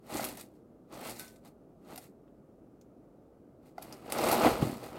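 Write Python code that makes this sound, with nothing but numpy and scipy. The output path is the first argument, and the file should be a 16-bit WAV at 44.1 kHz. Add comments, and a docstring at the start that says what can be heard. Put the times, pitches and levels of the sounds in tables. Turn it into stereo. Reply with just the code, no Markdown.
"""Bran flakes shaken from the box

Dry flakes slide in short spurts inside a lined cardboard box held over a ceramic bowl in a kitchen.
They patter and knock on the hollow carton, the plastic liner scrapes, crinkles and snaps,
and one flake sets the bowl ringing. The last and biggest shake throws the whole load against
the walls of the box. Short reflections and a dull room hush sit behind it all."""
import sys
import numpy as np
from scipy import signal
from scipy.io import wavfile
from scipy.ndimage import uniform_filter1d

SR = 44100
rng = np.random.default_rng(int(sys.argv[2]) if len(sys.argv) > 2 else 0)


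def generate_wav(sig):
    """Save sig (samples, or channels by samples) to the path in sys.argv[1] as 16-bit PCM at SR."""
    pcm = np.round(np.clip(np.atleast_2d(sig).T, -1, 1) * 32767).astype(np.int16)
    wavfile.write(sys.argv[1], SR, pcm)


N = 220033

# slides of the load, one per shake or tilt:
# t/s of full flow, level/dB, rise/s, hold/s, settling/s, liner against carton/dB
SLIDES = [(0.137, -40.5, 0.074, 0.092, 0.16, -2), (0.378, -53.5, 0.014, 0.016, 0.059, 3.5),
          (0.54, -82, 0.055, 0.0092, 0.073, 6), (0.922, -48, 0.028, 0.081, 0.2, -10.5),
          (1.06, -44.5, 0.11, 0.031, 0.088, -1), (1.193, -54.5, 0.11, 0.0072, 0.14, 6),
          (1.455, -56.5, 0.032, 0.005, 0.047, -6), (1.912, -50, 0.086, 0.025, 0.076, -9),
          (2.018, -62.5, 0.05, 0.012, 0.061, 6), (3.663, -65.5, 0.064, 0.004, 0.068, -3.5),
          (3.824, -52, 0.064, 0.01, 0.34, -10), (3.928, -51.5, 0.053, 0.005, 0.085, -12),
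          (4.174, -33.5, 0.13, 0.025, 0.15, -11.5), (4.25, -28, 0.12, 0.075, 0.23, -11.5),
          (4.438, -25, 0.11, 0.0076, 0.19, -14), (4.61, -38.5, 0.027, 0.0072, 0.26, -8),
          (4.826, -44, 0.024, 0.0099, 0.14, -10.5), (4.973, -43.5, 0.15, 0.018, 0.11, -19)]
# snaps of liner and flakes: t/s, relative level/dB, spread of follow-up cracks/s, brightest f/Hz
SNAPS = [(0.17, -27.5, 0.0094, 7700), (0.2422, -20.5, 0.01, 11450), (0.288, -29, 0.0079, 10470),
         (0.3716, -38, 0.004, 10200), (0.41, -35.5, 0.0041, 10300), (0.9387, -43.5, 0.0069, 8200),
         (0.991, -44, 0.0033, 8620), (1.0584, -39, 0.011, 9880), (1.095, -30.5, 0.016, 10300),
         (1.16, -42, .002, 5800), (1.1953, -28.5, 0.0011, 11100), (1.2026, -37, 0.0048, 8900),
         (1.279, -42.5, 0.0023, 6440), (1.3596, -52.5, 0.0066, 7500), (1.449, -49.5, 0.0039, 10100),
         (1.477, -52, 0.0027, 10600), (1.959, -34.5, 0.002, 13700), (1.977, -33.5, 0.0066, 10400),
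         (2.812, -56.5, 0.005, 6400), (3.781, -43.5, .001, 4930), (3.8238, -34.5, 0.0055, 11700),
         (3.925, -34.5, 0.0014, 5400), (4.1005, -35, 0.0023, 10100), (4.1222, -20, 0.001, 9600),
         (4.184, -27.5, .003, 5560), (4.2407, -25, .012, 7860), (4.2866, -23, 0.0064, 9900),
         (4.3145, -18.5, 0.0058, 12900), (4.3261, -19.5, 0.02, 11200)]
# clumps and fingers hit the carton: t/s, level/dB, panel f/Hz, time to full swing/s, rattle on top/dB
KNOCKS = [(0.1, -40.5, 770, 0.0018, -1), (0.145, -30, 313.3, 0.0074, -9), (0.194, -26.5, 750, 0.0027, -25),
          (1.977, -43, 740, 0.0057, -24), (2.279, -56, 600, 0.00034, -4.5), (3.780, -33, 738, 0.003, -7),
          (4.3265, -14, 654, 0.00096, -0.5), (4.447, -20.5, 870, 0.0014, 5), (4.456, -18.5, 255, 0.0055, 4),
          (4.467, -17.5, 737, 0.0035, -1), (4.621, -18.5, 138, 0.0064, -3)]
# flakes striking the bowl: t/s, level/dB
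BOWL_HITS = [(1.196, -51.5)]
# tone of flakes tumbling on cardboard: f/Hz, level/dB
TUMBLE_EQ = [(50, -25.5), (120, -11.5), (250, -2.5), (550, -2.5), (850, -4.5), (1300, -13), (1800, -22),
             (3200, -18.5), (16000, -63.5)]
# tone of flakes scraping along the liner: f/Hz, level/dB
SCRAPE_EQ = [(600, -28), (1300, -5), (2100, 1), (3100, -0.5), (4600, 3.5), (6300, -1.5), (16000, -35)]
# tone of the crinkling liner: f/Hz, level/dB
CRINKLE_EQ = [(1000, -36), (4000, -4.5), (6300, -1.5), (8300, 0), (9700, -4.5), (12000, -1.5), (16000, -9)]
# tone of the flexing walls: f/Hz, level/dB
FLEX_EQ = [(20, -34), (50, -5.5), (90, -4.5), (130, -0.5), (180, -5.5), (245, 5.5), (350, -7.5),
           (3000, -58.5)]
# hollow resonances of the box: f/Hz, bandwidth/Hz, boost/dB
CAVITY_MODES = [(313, 21, 7), (398, 27, 2), (569, 52, 4.5), (653, 85, 8), (783, 84, 7), (1070, 17, 3),
                (1290, 360, 5.5), (2052, 420, 4), (2490, 110, 3), (2760, 81, 3.5)]
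# modes of a cardboard panel: multiple of its pitch, level/dB
PANEL_MODES = [(1, 0), (1.9, -12), (2.75, -14)]
# modes of the ceramic bowl: f/Hz, level/dB, t60/s
BOWL_MODES = [(1513, 0, .4), (3628, -9, .35), (7150, -14, .1)]
# stereo width of the box and its reverb: f/Hz, side against mid/dB
STEREO_WIDTH = [(60, -8), (150, -17.5), (300, -12), (640, -7), (1400, 0.5)]
# first echoes off counter and wall: left delay/s, right delay/s, level/dB
ECHOES = [(.0021, .0024, -18), (.0084, .0081, -13.5)]
# reverb time of the kitchen: f/Hz, t60/s
KITCHEN_DECAY = [(300, 0.2), (2000, 0.076), (16000, 0.14)]
# tone of the room's hush: f/Hz, relative level/dB
HUSH_EQ = [(25, -27.5), (50, -6.5), (70, -13.5), (150, -6), (290, -2.5), (640, -12.5), (1040, -28),
           (1240, -25), (1700, -38), (3500, -47.5), (16000, -50)]
# stereo width of the hush: f/Hz, side against mid/dB
HUSH_WIDTH = [(60, -7), (180, -12), (550, -4), (1650, 0.5)]

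FADE_DB, ROUNDING = 20, 1.236  # range of a rise or settling; a power above 1 rounds the top of a swell
LINER_LAG_S = 0.0085  # the bag gives way just after the flakes start to move
TAPS = 4096
HZ = np.fft.rfftfreq(TAPS, 1 / SR)
CLOCK = np.arange(0, N / SR, .001)  # millisecond grid for the slow gestures, t/s


def flakes():
    """Flakes patter on the cardboard, swelling with each slide of the load."""
    patter = colour(grains(per_s=2200, spread_db=2.5, t60=0.0051) * clumping(depth_db=1.34), carton_db())
    return steadied(patter) * flow() * pan(balance_db=0.5)


def liner(scrape_share=0.69, scrape_db=-1.5):
    """Each small avalanche both scrapes the flakes along the plastic bag and makes it crackle."""
    lurch = clumping(depth_db=1.4, size=500)
    rubs = grains(per_s=2500, spread_db=3, t60=.008)
    cracks = grains(per_s=2000, spread_db=3.7, t60=.008)
    scrape = steadied(colour((rubs + cracks) * lurch, curve(SCRAPE_EQ) + hollow_db()))
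    scrape *= flow(scrape_share, scrape_share * LINER_LAG_S)  # needs moving flakes and liner contact
    crackle = steadied(colour(cracks * lurch, curve(CRINKLE_EQ)))
    crackle *= flow(liner_share=0.88, lag=LINER_LAG_S)
    return scrape * amp(scrape_db) + crackle * pan(balance_db=1.0)


def snaps(focus_db=8, focus_octaves=0.31, thinning_db=1.5, follow_db=-7, count=4):
    """A crease flips or a flake breaks and sets off a few smaller cracks, all with one brightest pitch."""
    out = np.zeros((2, N))
    liner_db = np.maximum(curve(CRINKLE_EQ), curve(SCRAPE_EQ)) + hollow_db()
    for s, db, spread, hz in SNAPS:
        cracks = burst(t60=0.015)
        for delay in spread * (np.arange(count) + rng.random(count)) / count:
            add(cracks, delay, amp(follow_db) * burst(t60=0.024))
        octaves = np.log2((HZ + 1) / hz)
        focus = focus_db * np.exp(-(octaves / focus_octaves) ** 2)
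        low_cut = thinning_db * np.minimum(octaves, 0)  # a small crease radiates little below its pitch
        crunch = colour(cracks, liner_db + focus + low_cut)
        add(out, s, amp(db) * crunch / abs(crunch).max())
    return out * amp(2.5)


def knocks(left_lag_s=0.000062, size=4096):
    """A cardboard panel swings for a few cycles while the flakes behind it rattle."""
    out, t = np.zeros((2, N)), np.arange(size) / SR
    heard = t - np.array([[left_lag_s], [0]])  # the box sits a little to the right
    for s, db, hz, swing, rattle_db in KNOCKS:
        modes = sum(amp(mode_db) * np.sin(2 * np.pi * hz * ratio * heard)
                    for ratio, mode_db in PANEL_MODES)
        panel = (t / swing * np.exp(1 - t / swing)) ** 2 * modes
        rattle = colour(burst(t60=0.11), carton_db())
        add(out, s, amp(db) * (panel + amp(rattle_db) * rattle / abs(rattle).max()))
    return out


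def flexing_walls(bulge_db=-26.5, shudder_db=-14.5, deep_below_hz=400):
    """The walls of the box bulge under the shifting load and shudder after each deep knock."""
    rumble = colour(grains(per_s=700, spread_db=8.5, t60=0.0086), curve(FLEX_EQ))
    bulge = amp(bulge_db) * flow(lag=0.023) ** 0.57  # the walls yield later and less than the flakes
    shudder = sum(amp(db + shudder_db) * swell(s, rise=0.03, hold=0, settling=0.18)
                  for s, db, hz, _, _ in KNOCKS if hz < deep_below_hz)
    return steadied(rumble) * np.hypot(bulge, per_sample(shudder)) * pan(balance_db=-2.5)


def bowl():
    """A flake sets the ceramic ringing, dead centre."""
    out, t = np.zeros((2, N)), np.arange(SR // 2) / SR
    ring = sum(amp(db - 60 * t / t60) * np.sin(2 * np.pi * hz * t) for hz, db, t60 in BOWL_MODES)
    for s, db in BOWL_HITS:
        add(out, s, amp(db) * np.array([ring, ring]))
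    return out


def with_echoes(x):
    """Adds the first bounces off counter and wall, which land left and right at different moments."""
    out = x.copy()
    for left, right, db in ECHOES:
        add(out[:1], left, amp(db) * x[:1])
        add(out[1:], right, amp(db) * x[1:])
    return out


def kitchen_reverb(x, predelay_s=0.0056):
    """A short wash of reflections, each band dying at its own speed."""
    hz, t, bands = signal.stft(rng.standard_normal((2, SR // 2)), SR, nperseg=256)
    decay = amp(-60 * t / curve(KITCHEN_DECAY, hz)[:, None])
    tail = signal.istft(bands * decay, SR, nperseg=256)[1]
    tail *= np.arange(tail.shape[1]) > predelay_s * SR
    tail = colour(tail, np.zeros(len(HZ)))  # flat EQ, stereo width only
    return signal.fftconvolve(x, tail / np.linalg.norm(tail[0]), axes=1)[:, :N]


def room_tone(level_db=-56.5):
    """The dull, steady hush of the room."""
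    hush = colour(rng.standard_normal((2, N + TAPS)), curve(HUSH_EQ), HUSH_WIDTH)[:, TAPS:]
    return amp(level_db) * unit_rms(hush) * pan(balance_db=-1.0)


def grains(per_s, spread_db, t60, kinds=12):
    """A shower of tiny impacts, most small and a few large."""
    strength = amp(spread_db * np.minimum(rng.exponential(1, N), 4))
    hits = strength * (rng.random(N) < per_s / SR)
    kind = rng.integers(0, kinds, N)
    hits *= rng.choice([-1, 1], N)
    return sum(signal.oaconvolve((hits * (kind == k))[None], burst(t60, size=512), axes=1)[:, :N]
               for k in range(kinds))


def burst(t60, size=4096):
    """A puff of noise that dies in t60 seconds."""
    return rng.standard_normal((2, size)) * amp(-60 * np.arange(size) / SR / max(t60, 1e-3))


def clumping(depth_db, size=300):
    """Flakes move in small avalanches: a gain that lurches every few milliseconds."""
    wander = uniform_filter1d(uniform_filter1d(rng.standard_normal(N), size), size // 2)
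    return amp(depth_db * unit_rms(wander))


def flow(liner_share=0, lag=0):
    """Envelope of all slides, felt on the carton (share 0), on the liner (share 1) or in between."""
    power = sum((amp(db + liner_share * liner_db) * swell(s + lag, rise, hold, settling)) ** 2
                for s, db, rise, hold, settling, liner_db in SLIDES)
    return per_sample(np.sqrt(power))


def swell(s, rise, hold, settling):
    """A fader move on the millisecond clock: up to one at time s, hold, die away."""
    t = CLOCK - s
    away = np.maximum(-t, 0) / max(rise, 1e-3) + np.maximum(t - hold, 0) / max(settling, 1e-3)
    return amp(-FADE_DB * np.minimum(away, 10) ** ROUNDING)


def carton_db():
    """EQ of flakes heard through the hollow box."""
    return curve(TUMBLE_EQ) + hollow_db()


def hollow_db():
    """The resonances of the box's cavity as EQ peaks."""
    return sum(db / (1 + (2 * (HZ - hz) / width) ** 2) for hz, width, db in CAVITY_MODES)


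def colour(x, db, width=STEREO_WIDTH):
    """Runs two signals through a minimum-phase EQ as mid and side; returns left and right."""
    log_gain = np.log(amp([db, db + curve(width)]))
    mirrored = np.hstack([log_gain, log_gain[:, -2:0:-1]])
    response = np.fft.ifft(np.exp(signal.hilbert(mirrored).conj())).real
    mid, side = signal.oaconvolve(x, response, axes=1)[:, :x.shape[1]]
    return np.array([mid + side, mid - side])


def steadied(x, size=1500):
    """Rides the level over a few hundredths of a second and keeps the single grains."""
    return x / np.sqrt(abs(uniform_filter1d((x ** 2).mean(0), size)) + 1e-12)


def curve(points, hz=HZ):
    """Joins (f/Hz, value) points on a log-frequency axis."""
    f, value = np.transpose(points)
    return np.interp(np.log(hz + 1), np.log(f + 1), value)


def per_sample(gain):
    """Spreads a gain from the millisecond clock over every sample."""
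    return np.interp(np.arange(N) / SR, CLOCK, gain)


def add(mix, s, sound):
    """Mixes a sound in at time s."""
    part = mix[:, max(round(s * SR), 0):][:, :sound.shape[1]]
    part += sound[:, :part.shape[1]]


def pan(balance_db):
    """Left and right gains; positive leans left."""
    return amp([[balance_db / 2], [-balance_db / 2]])


def amp(db):
    """Decibels to gain."""
    return 10 ** (np.asarray(db) / 20)


def unit_rms(x):
    """Scales to an rms of one."""
    return x / np.sqrt(np.mean(x ** 2) + 1e-20)


def scene():
    """The box and the bowl up close, with the kitchen around them."""
    near = with_echoes(flakes() + liner() + snaps()) + flexing_walls() + knocks() + bowl()
    return near + amp(-9.5) * kitchen_reverb(near) + room_tone()


def record(dry, cutoff_hz=16050):
    """A steep low-pass trims the very top of the mix."""
    low_pass = signal.firwin(511, cutoff_hz, window=("kaiser", 9), fs=SR)
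    return signal.oaconvolve(dry, low_pass[None], "same")


dry = scene()
out = record(dry)
generate_wav(out)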